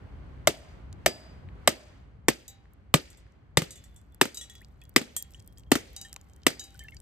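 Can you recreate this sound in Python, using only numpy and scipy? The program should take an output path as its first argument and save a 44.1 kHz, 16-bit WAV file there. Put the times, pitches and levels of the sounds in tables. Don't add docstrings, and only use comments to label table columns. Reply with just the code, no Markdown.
import sys
import numpy as np
from scipy import signal
from scipy.fft import rfft, irfft, next_fast_len
from scipy.io import wavfile

SR = 44100
rng = np.random.default_rng(int(sys.argv[2]) if len(sys.argv) > 2 else 0)


def wav_out(sig):
    wavfile.write(sys.argv[1], SR, np.round(np.clip(np.atleast_2d(sig).T, -1, 1) * 32767).astype(np.int16))


def ratio(d):
    e = np.asarray(d, float) / 20
    return 10 ** e


N = 309537

# start in seconds, crack level in dB, note under the blade in Hz, its level in dB,
# free hollow note in Hz, its level in dB, knock in Hz, blade ring level in dB.
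BLOWS = [(0.4727, -8.5, 623, -7.5, 656, -36.5, 2140, -41.5),
         (1.0612, -10, 645, -9.5, 650, -28, 2160, -30.5), (1.6752, -8, 632, -8, 612, -28, 1985, -39),
         (2.2839, -9.5, 443.4, -9, 238, -14.5, 2212, -45), (2.9402, -8, 518, -11, 152, -11, 2000, -44),
         (3.5721, -10, 450, -10.5, 160.6, -13.5, 3460, -47), (4.213, -8.5, 400, -11, 253, -18.5, 1746, -41),
         (4.9620, -7.5, 400, -9.5, 253.5, -16, 2270, -49.5),
         (5.7170, -8.5, 363, -7.5, 259.3, -7, 1787, -54), (6.4663, -9.5, 400, -10.5, 309, -15, 2193, -38)]
# start in seconds, crack level in dB, hollow note level in dB.
REBOUNDS = [(3.619, -25.5, -21.5), (4.254, -27, -24), (5.015, -33.5, -23), (5.7544, -18, -14),
            (6.504, -33, -31.5)]
# frequency in Hz, relative density in dB per Hz.
CRACK_SPECTRUM = [(130, -40.5), (220, -17.5), (563, -20), (1100, -9), (2030, -13.5), (2480, -11.5),
                  (3080, -9.5), (4740, -18), (8460, -14.5), (10500, -23), (11500, -26.5), (14000, -22),
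                  (15100, -31.5), (16500, -71.5)]
# frequency in Hz, relative level in dB, T60 in seconds.
SHELL_MODES = [(1145, -5, 0.0081), (1223, -15, 0.13), (1680, -31.5, 0.05), (2100, -1.5, 0.02),
               (3100, -10, 0.0025), (4650, -16, 0.0072), (5200, -8, 0.035), (6130, -2.5, 0.0056),
               (8000, -25.5, 0.00098), (12500, -5, 0.0025)]
# frequency in Hz, relative level in dB, T60 in seconds.
BLADE_MODES = [(1717, -20, .4), (2300, -12, .2), (4868, -7, .5), (4866, -3, .16), (7850, -20, .4),
               (7900, 2, .07), (11800, -24, .35)]
# start in seconds, level of the wall modes in dB,
# level of the base modes in dB, brightness in dB per octave, tick level in dB.
CHIPS = [(2.48, -57.5, -65, 10, -54), (3.102, -82.5, -66, 10, -57), (3.172, -95, -70, 8.5, -57),
         (3.707, -55.5, -62, 6.5, -47), (3.756, -72, -58, 5, -59), (3.84, -105, -61.5, 5.5, -42),
         (3.962, -89, -65, 7, -52), (4.345, -52, -82, 9, -50), (4.372, -43, -68, 4, -49),
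         (4.412, -84, -41.5, 1.5, -52), (4.44, -81, -49, -2.5, -61), (4.498, -74.5, -52, -0.5, -37),
         (4.553, -68, -58, -6, -39), (4.816, -91, -64.5, -18, -45), (5.165, -68.5, -39, 12, -16),
         (5.345, -82.5, -61.5, -1.5, -60), (5.574, -96, -66.5, 1, -68), (5.964, -52, -73, 2.9, -23.5),
         (6.014, -52.5, -74.5, 0.5, -27), (6.049, -74, -57.5, 3, -50), (6.595, -44.5, -58.5, 3, -40),
         (6.639, -59, -74.5, 7, -45), (6.793, -73, -58, -2, -31.5)]
# frequency in Hz, level struck on the wall in dB, level struck on the base in dB,
# T60 in seconds, fall of pitch as the bowl fills in Hz per second.
BOWL_MODES = [(1378, -22, -32, .45, 0), (1935, -30, -14, .2, 60), (2920, -11, -24, .38, 0),
              (3482, -32, 1, .2, 130), (3849, 2, -30, .28, 0), (4221, -12, -30, .06, 0),
              (4908, 0, -22, .12, 0), (5600, -18, -14, .12, 0), (5916, -12, -12, .15, 0),
              (6048, -1, -22, .13, 0), (6277, -9, -22, .07, 0), (6772, -3, -12, .15, 0),
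              (7250, -6, -13, .1, 0), (7345, -12, -9, .14, 0), (7915, -6, -11, .1, 0),
              (8470, -7, -11, .08, 0), (8645, -13, -9, .13, 0), (9114, -10, -18, .11, 0),
              (11390, -22, -16, .09, 0), (11640, -17, -22, .09, 0), (12540, -16, -22, .1, 0),
              (13400, -20, -30, .07, 0), (13800, -22, -30, .08, 0)]
# start in seconds, level in dB.
RIM_HUMS = [(2.481, -66.5), (4.372, -69), (5.165, -70.5), (5.962, -61), (6.595, -60.5)]
# start in seconds, level in dB, centre in Hz.
SINGLE_SMACKS = [(0.928, -35, 6130), (1.488, -43.5, 2160), (2.655, -54, 1930), (2.735, -49.5, 10100),
                 (3.13, -43, 5700), (3.148, -54, 4510), (3.266, -56, 2000), (3.322, -59, 6060),
                 (3.945, -49, 13000), (3.99, -66, 4300), (4.123, -56, 9030), (4.146, -41, 9910),
                 (4.537, -43, 12500), (4.582, -49, 6000), (4.618, -44, 9500), (4.647, -41.5, 5350),
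                 (4.838, -41, 12500), (4.894, -33.5, 12800), (5.166, -33, 1064), (5.205, -46, 4500),
                 (5.225, -13.5, 12500), (5.307, -43, 8570), (5.316, -45, 12960), (5.337, -40, 5800),
                 (5.378, -55, 4500), (5.401, -42.5, 6170), (5.424, -51, 7550), (5.446, -57, 8000),
                 (5.463, -51, 12500), (5.476, -33.5, 9800), (5.531, -47.5, 13120), (5.583, -41, 10000),
                 (5.596, -41, 8600), (5.606, -54, 5430), (5.635, -49, 3580), (5.932, -38, 12100),
                 (6.085, -46, 7410), (6.095, -47, 8000), (6.129, -28, 8000), (6.131, -48, 1800),
                 (6.141, -35, 7800), (6.163, -30, 6800), (6.163, -33.5, 3170), (6.165, -40.5, 960),
                 (6.213, -43.5, 7000), (6.298, -47, 7120), (6.335, -47, 6790), (6.363, -45.5, 8640),
                 (6.419, -54.5, 3520), (6.434, -40.5, 4800), (6.706, -44, 7100), (6.728, -55, 9300),
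                 (6.744, -45, 8500), (6.762, -51, 6560), (6.776, -43, 11700), (6.838, -35, 12900),
                 (6.885, -45.5, 4000), (6.908, -44, 9900), (6.946, -42.5, 8000), (6.922, -48, 3140),
                 (6.968, -36.5, 4860), (6.989, -59, 8000), (6.796, -40, 7300), (7.002, -39, 8000)]
# start in seconds, level in dB, first pitch in Hz, rise in octaves, T60 in seconds.
PITCHED_TONES = [(4.612, -45.5, 1615, 1.05, 0.065), (4.818, -38, 2450, 0.12, 0.021),
                 (5.345, -28, 2880, 0.13, 0.016), (5.573, -34.5, 4300, 0.55, 0.012),
                 (6.048, -38.5, 1800, .02, 0.057), (6.61, -41, 1700, .05, 0.041),
                 (6.747, -39, 1480, 0.035, 0.033), (6.824, -43.5, 2080, .05, 0.049),
                 (6.804, -47, 3100, 0.04, 0.13), (6.805, -41, 1780, 0.02, 0.075),
                 (6.844, -42, 1734, 0.028, 0.079), (6.882, -32, 2680, 0.059, 0.038),
                 (6.885, -17, 2060, 0.046, 0.006), (6.92, -40.5, 2100, 0.11, 0.072),
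                 (6.938, -44, 1790, 0.076, 0.029), (6.966, -35.5, 4620, 0.032, 0.025)]
# frequency in Hz, relative density in dB per Hz.
ECHO_SPECTRUM = [(120, -23.5), (200, 3.5), (442, 0.5), (652, -10.5), (926, -24.5), (1770, -15.5),
                 (2300, -14), (3500, -16.5), (8490, -17.5), (10400, -22), (11400, -20), (13700, -23.5),
                 (16500, -76)]
# frequency in Hz, T60 in seconds.
ECHO_T60 = [(200, 0.36), (700, 0.62), (2000, 0.8), (5000, 0.62), (12000, 0.29)]
# frequency in Hz, relative density in dB per Hz.
TRAFFIC_SPECTRUM = [(15, -42), (25, -15.5), (48, 2), (68, 7), (101, -7), (138, -5), (169, -12.5),
                    (440, -26.5), (1640, -38.5), (3660, -55), (5250, -65), (5970, -67), (12000, -78),
                    (15600, -97), (22000, -120)]
# time in seconds, relative level in dB.
TRAFFIC_SWELL = [(0.0, -48.5), (0.47, -49), (0.68, -53), (0.92, -47), (1.2, -54.5), (1.5, -48),
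                 (1.85, -57.5), (2.1, -55), (2.77, -59.5), (2.99, -56.5), (3.32, -59.5), (3.75, -55),
                 (3.95, -58), (5.14, -57.5), (5.79, -53.5), (6.2, -60), (7.02, -54)]
# time in seconds, tilt in dB per octave.
TRAFFIC_HAZE = [(0, 5.5), (1.7, 5), (2.3, 1.14), (7.02, 1.43)]
# frequency in Hz, correlation from 0 to 1.
LIKENESS = [(30, 0.85), (150, .82), (380, 0.25), (1000, 0.05), (4000, .1), (7500, 1), (12000, 1)]
# frequency in Hz, lead in radians.
LEFT_LEAD = [(0, 0), (150, -.3), (300, -.6), (1100, -.45), (2000, -.7), (2700, -1.2), (4900, -1.7),
             (7000, -1.3), (7800, 0), (10400, 3.1), (16700, 10.7), (22050, 16)]

REBOUND_KNOCK_HZ = 1380
SPLINTER_S = 0.0082
CONTACT_S, BITE_S = 0.00098, 0.00018
DENT_S, SPRING_S = .0032, .0065
WHOLE_HZ = 600
THUD_DB, MURMUR_DB = -21, -25
SLAP_S, SLAP_DB = .0165, -20.5
GRIP_FLUTTER_DB = 3
RATTLE_S, RATTLE_DB = 0.006, -8
HUM_HZ, HUM_T60_S = 788, 1.2
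LOADED_S = 3.75
SPLIT_S = 3.5
FALL_S, GUSH_T60_S = .15, 1.6
LEAK_PER_BLOW = .08
PATTER_PER_S, PATTER_DB = 70, -72.5
DROPS_PER_S, DROP_DB, DROP_SPREAD_DB = 28, -57, 4.5
FROTH_PER_S, FROTH_DB = 25, -64
BUBBLE_ATTACK_S = 0.004
DROPLETS_PER_S, DROPLET_DB, DROPLET_SPREAD_DB = 5000, -78, 3
DROPLET_FOLLOWS = .7
ECHO_DELAY_S, ECHO_LUMPS_DB = 0.0035, 2.5
RUMBLE_SHARE_DB = 0.4345
GROUND_S, GROUND_DB = (.00104, .00165), -13


def at_hz(points, hz):
    table = np.array(points)
    return np.interp(np.log(hz), np.log(table[:, 0]), table[:, 1])


def in_time(rows):
    s, *columns = np.transpose(rows)
    return [np.interp(np.arange(N) / SR, s, c) for c in columns]


def wander(step):
    count = N // step + 2
    return np.interp(np.arange(N) / step, np.arange(count), rng.standard_normal(count))


def clicks(s, sizes):
    out = np.full(N, 1e-18)
    np.add.at(out, np.round(np.asarray(s) * SR).astype(int), sizes)
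    return out


def ring(x, hz, t60):
    r, w = ratio(-60 / (t60 * SR)), 2 * np.pi * hz / SR
    return signal.lfilter([0, np.sin(w)], [1, -2 * r * np.cos(w), r * r], x)


def fade(x, t60):
    return signal.lfilter([1], [1, -ratio(-60 / (t60 * SR))], x)


def add(out, s, sound):
    i = round(s * SR)
    out[i:i + len(sound)] += sound[:N - i]


def noise_bands(low_hz):
    edges = low_hz * 2 ** np.arange(0, np.log2(17500 / low_hz), .5)
    white = rng.standard_normal((2, 2, N))
    for k, (low, high) in enumerate(zip(edges, edges[1:])):
        band_pass = signal.butter(2, [low, high], "band", fs=SR, output="sos")
        mid, side = signal.sosfilt(band_pass, white[k % 2])
        hz = np.sqrt(low * high)
        alike = np.clip(at_hz(LIKENESS, hz), 0, 1)
        yield hz, np.sqrt(1 + alike) * mid + np.sqrt(1 - alike) * side * [[1], [-1]]


def strokes():
    rows = [b[:7] for b in BLOWS]
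    for s, db, hollow_db in REBOUNDS:
        blow = [b for b in BLOWS if b[0] < s][-1]
        rows.append((s, db, blow[2], db - 4.0, blow[4], hollow_db, REBOUND_KNOCK_HZ))
    return rows


def coconut():
    out, t = np.zeros(N), np.arange(round(.3 * SR)) / SR
    hz = np.maximum(np.fft.rfftfreq(len(t), 1 / SR), 1)
    colour = ratio(at_hz(CRACK_SPECTRUM, hz))

    def swell(late, rise_s):
        return np.exp(-(np.minimum(late, 0) / rise_s) ** 2)

    for s, db, pressed_hz, pressed_db, hollow_hz, hollow_db, knock_hz in strokes():
        noise = rng.standard_normal((2, len(t)))
        strengths = rng.normal(0, 2.4, len(SHELL_MODES))
        touch_s = min(ratio(.4 * (db + 9)), 1)
        pressed = t < SPLINTER_S * touch_s
        force = (1 - np.exp(-t / BITE_S)) ** 2

        crack = irfft(rfft(noise[0]) * colour, len(t))
        crack_decay = ratio(-60 * t / 0.026) * pressed + ratio(-24 - 60 * t / 0.03)
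        crack = crack / crack.std() * force * crack_decay

        contact = noise[0] * (t < .003) / np.sqrt(0.0051 * SR)
        shell = sum(ratio(mode_db + x) * ring(contact, mode_hz, t60)
                    for (mode_hz, mode_db, t60), x in zip(SHELL_MODES, strengths))
        shell = shell * np.where(pressed, 1, .25)

        knock = force * np.sin(2 * np.pi * knock_hz * t) * ratio(-60 * t / 0.022)
        knock = knock * np.where(pressed, 1, .3)

        dent, spring = t - DENT_S * touch_s, t - SPRING_S * touch_s
        note = -swell(dent, 0.0015) * np.cos(2 * np.pi * pressed_hz * dent)
        note = note * ratio(-60 * np.maximum(dent - CONTACT_S, 0) / 0.012)
        hollow = -swell(spring, 0.0025) * np.cos(2 * np.pi * hollow_hz * spring)
        hollow = hollow * ratio(-60 * np.maximum(spring, 0) * hollow_hz / 8.5)

        murmur = ring(noise[1] * ratio(-60 * t / 0.55), hollow_hz, 16.0 / hollow_hz)
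        murmur = murmur / np.abs(murmur).max() * min(hollow_hz / WHOLE_HZ, 1) ** 1.5

        thud = swell(spring, 0.003) * np.sin(2 * np.pi * 125 * spring)
        thud = thud * ratio(-60 * np.maximum(spring, 0) / 0.068)
        tick = np.diff(noise[1], prepend=0) * ratio(-60 * t / 0.004)

        bright = ratio(1.0) * crack + ratio(-2.5) * shell + ratio(-5) * tick
        body = ratio(-2.0) * knock + ratio(THUD_DB) * thud + ratio(MURMUR_DB) * murmur
        notes = ratio(pressed_db) * note + ratio(hollow_db) * hollow
        add(out, s, ratio(db) * (bright + body) + notes)
        add(out, s + SLAP_S, ratio(db + SLAP_DB) * np.diff(bright))
    return out


def blade():
    rows = np.array(BLOWS)
    shares_db = rng.normal(0, 1.5, (len(rows), len(BLADE_MODES)))
    out = 0
    for k, (hz, db, t60) in enumerate(BLADE_MODES):
        strikes = clicks(rows[:, 0], ratio(rows[:, 7] + db + shares_db[:, k]))
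        out = out + ratio(GRIP_FLUTTER_DB * wander(400)) * ring(strikes, hz, t60)
    return out


def flow():
    s = np.array([b[0] for b in BLOWS if b[0] > SPLIT_S]) + FALL_S
    landed = clicks(s, np.ones(len(s)))
    return fade(landed, GUSH_T60_S) + LEAK_PER_BLOW * np.cumsum(landed) + 1e-6


def smacks(s, db, hz, cycles):
    out, t = np.zeros(N), np.arange(round(.03 * SR)) / SR
    for start, level_db, centre in zip(s, db, hz):
        burst = rng.standard_normal(len(t)) * ratio(-60 * t / .006)
        once = ring(burst, centre, cycles / centre)
        tick = np.diff(ring(once, centre, cycles / centre))
        add(out, start, ratio(level_db) * tick / np.abs(tick).max())
    return out


def bowl():
    s, wall_db, base_db, bright_db, tick_db = np.transpose(CHIPS)
    shape = (len(s), len(BOWL_MODES), 2)
    shares = ratio(rng.normal(0, 1.8, shape)) * rng.choice([-1, 1], shape)
    again = s + RATTLE_S * rng.uniform(0.54, 1.6, len(s))
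    out = smacks(s, tick_db, np.full(len(s), 6500.), cycles=1.3)
    hum_s, hum_db = np.transpose(RIM_HUMS)
    out += ring(clicks(hum_s, ratio(hum_db)), HUM_HZ, HUM_T60_S)
    drop_lands = rng.random(N) < PATTER_PER_S * np.minimum(flow(), 1) / SR
    patter = ratio(PATTER_DB) * rng.standard_normal(N) * drop_lands
    filling_s = np.maximum(np.arange(N) / SR - LOADED_S, 0)
    for k, (hz, on_wall_db, on_base_db, t60, sag_hz) in enumerate(BOWL_MODES):
        sizes = ratio(wall_db + on_wall_db) + ratio(base_db + on_base_db)
        sizes = sizes * ratio(7 + bright_db * np.log2(max(hz, 2900) / 4000))
        rattle = ratio(RATTLE_DB) * min(hz / 7000, 1) ** 2
        strikes = clicks(s, sizes * shares[:, k, 0]) + clicks(again, sizes * shares[:, k, 1] * rattle)
        if sag_hz:
            strikes = strikes + patter * ratio(on_base_db)
        for share, detune, shorter in ((.8, 1, 1), (.3, 1.007, .5)):
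            if sag_hz:
                turn = np.exp(2j * np.pi * np.cumsum(hz - sag_hz * filling_s) * detune / SR)
                out += share * (turn * fade(strikes / turn, shorter * t60)).imag
            else:
                out += share * ring(strikes, hz * detune, shorter * t60)
    return out


def pitched_tones(rows):
    out, t = np.zeros(N), np.arange(round(.1 * SR)) / SR
    for s, db, hz, octaves, t60 in rows:
        pitch = hz * 2 ** (octaves * np.minimum(t / (.45 * t60), 1))
        pitch = pitch * (1 + 0.012 * np.interp(t, np.linspace(0, .1, 40), rng.standard_normal(40)))
        envelope = ratio(db - 60 * t / t60) * (1 - np.exp(-t / BUBBLE_ATTACK_S))
        add(out, s, envelope * np.sin(2 * np.pi * np.cumsum(pitch) / SR))
    return out


def droplets(wet):
    out = np.zeros(N)
    sizes_db = DROPLET_DB + DROPLET_SPREAD_DB * np.minimum(rng.exponential(1, N), 4)
    sizes = ratio(sizes_db) * wet ** DROPLET_FOLLOWS
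    sizes = sizes * (rng.random(N) < DROPLETS_PER_S * wet / SR)
    pitches, dealt = np.geomspace(4000, 14500, 14), rng.integers(0, 14, N)
    for k, hz in enumerate(pitches):
        grains = ring(sizes * (dealt == k) + 1e-18, hz, 14.0 / hz)
        out += ring(grains, hz, 4.0 / hz) * hz / 8000
    return out


def water():
    wet = flow()

    def arrivals(per_s):
        rows = rng.random((700, 4))
        return rows[rows[:, 1] < per_s / 100 * wet[(rows[:, 0] * (N - 1)).astype(int)]]

    drops, froth = arrivals(DROPS_PER_S), arrivals(FROTH_PER_S)
    drops_db = DROP_DB - DROP_SPREAD_DB * np.log(drops[:, 2] + 0.015)
    out = smacks(*np.transpose(SINGLE_SMACKS), cycles=2.5)
    out += smacks(drops[:, 0] * N / SR, drops_db, 5500 * 2.2 ** drops[:, 3], cycles=2.0)
    random_bubbles = [(s * N / SR, FROTH_DB + 8 * a, 1500 * 3 ** b, 0.3 * a, .025) for s, _, a, b in froth]
    return out + pitched_tones(PITCHED_TONES + random_bubbles) + droplets(wet)


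def echoes(small):
    rows = np.array(strokes())
    hits = clicks(rows[:, 0] + ECHO_DELAY_S, ratio(rows[:, 1]))
    landings = fade(np.abs(small), .06) * ratio(-56)
    out = 0
    for hz, band in noise_bands(153.6):
        t60 = at_hz(ECHO_T60, hz)
        early = ratio(-0.5) * fade(hits, 0.2 * t60)
        late = ratio(-20.0) * fade(hits, t60)
        level = early + late + landings * min(hz / 3000, 1) ** 2
        lumps_db = ECHO_LUMPS_DB * wander(300)
        out = out + ratio(at_hz(ECHO_SPECTRUM, hz) + lumps_db) * band * level
    return ratio(2) * out


def traffic():
    (level_db,), (haze_db,) = in_time(TRAFFIC_SWELL), in_time(TRAFFIC_HAZE)
    tilt_db = haze_db - RUMBLE_SHARE_DB * (level_db + 56.5)
    plain, out = 0, 0
    for hz, band in noise_bands(25):
        band = ratio(at_hz(TRAFFIC_SPECTRUM, hz)) * band
        plain = plain + band
        out = out + band * ratio(tilt_db * np.log2(hz / 100))
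    return ratio(level_db + 6.0) * out / plain.std()


def scene():
    small = bowl() + water()
    near = coconut() + blade() + small
    bounce = np.array([np.roll(near, round(s * SR)) * ratio(GROUND_DB) for s in GROUND_S])
    left, right = (near + bounce) * ratio([[.2], [-.2]]) + echoes(small) + traffic()
    size = next_fast_len(N)
    lead = np.interp(np.fft.rfftfreq(size, 1 / SR), *np.transpose(LEFT_LEAD))
    left = irfft(rfft(left, size) * np.exp(1j * lead), size)[:N]
    return np.array([left, right])


def top_cut(x):
    return signal.sosfilt(signal.butter(12, 17140, fs=SR, output="sos"), x)


def record(dry):
    level_db = 20 * np.log10(np.abs(dry).max(axis=0) + 1e-9)
    climb = 90 * np.arange(N) / SR
    held_db = np.maximum.accumulate(level_db + climb) - climb
    over_db = np.maximum(held_db + 19.5, 0)
    r = np.exp(-1 / (0.051 * SR))
    x = dry * ratio(-.35 * signal.lfilter([1 - r], [1, -r], over_db))
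    x = .9 * np.tanh(x / .9)
    x = signal.sosfilt(signal.butter(2, 42, "high", fs=SR, output="sos"), x)
    x = signal.sosfilt(signal.cheby2(10, 60, 17200, fs=SR, output="sos"), x)
    return top_cut(x)


dry = scene()
out = record(dry)
wav_out(out)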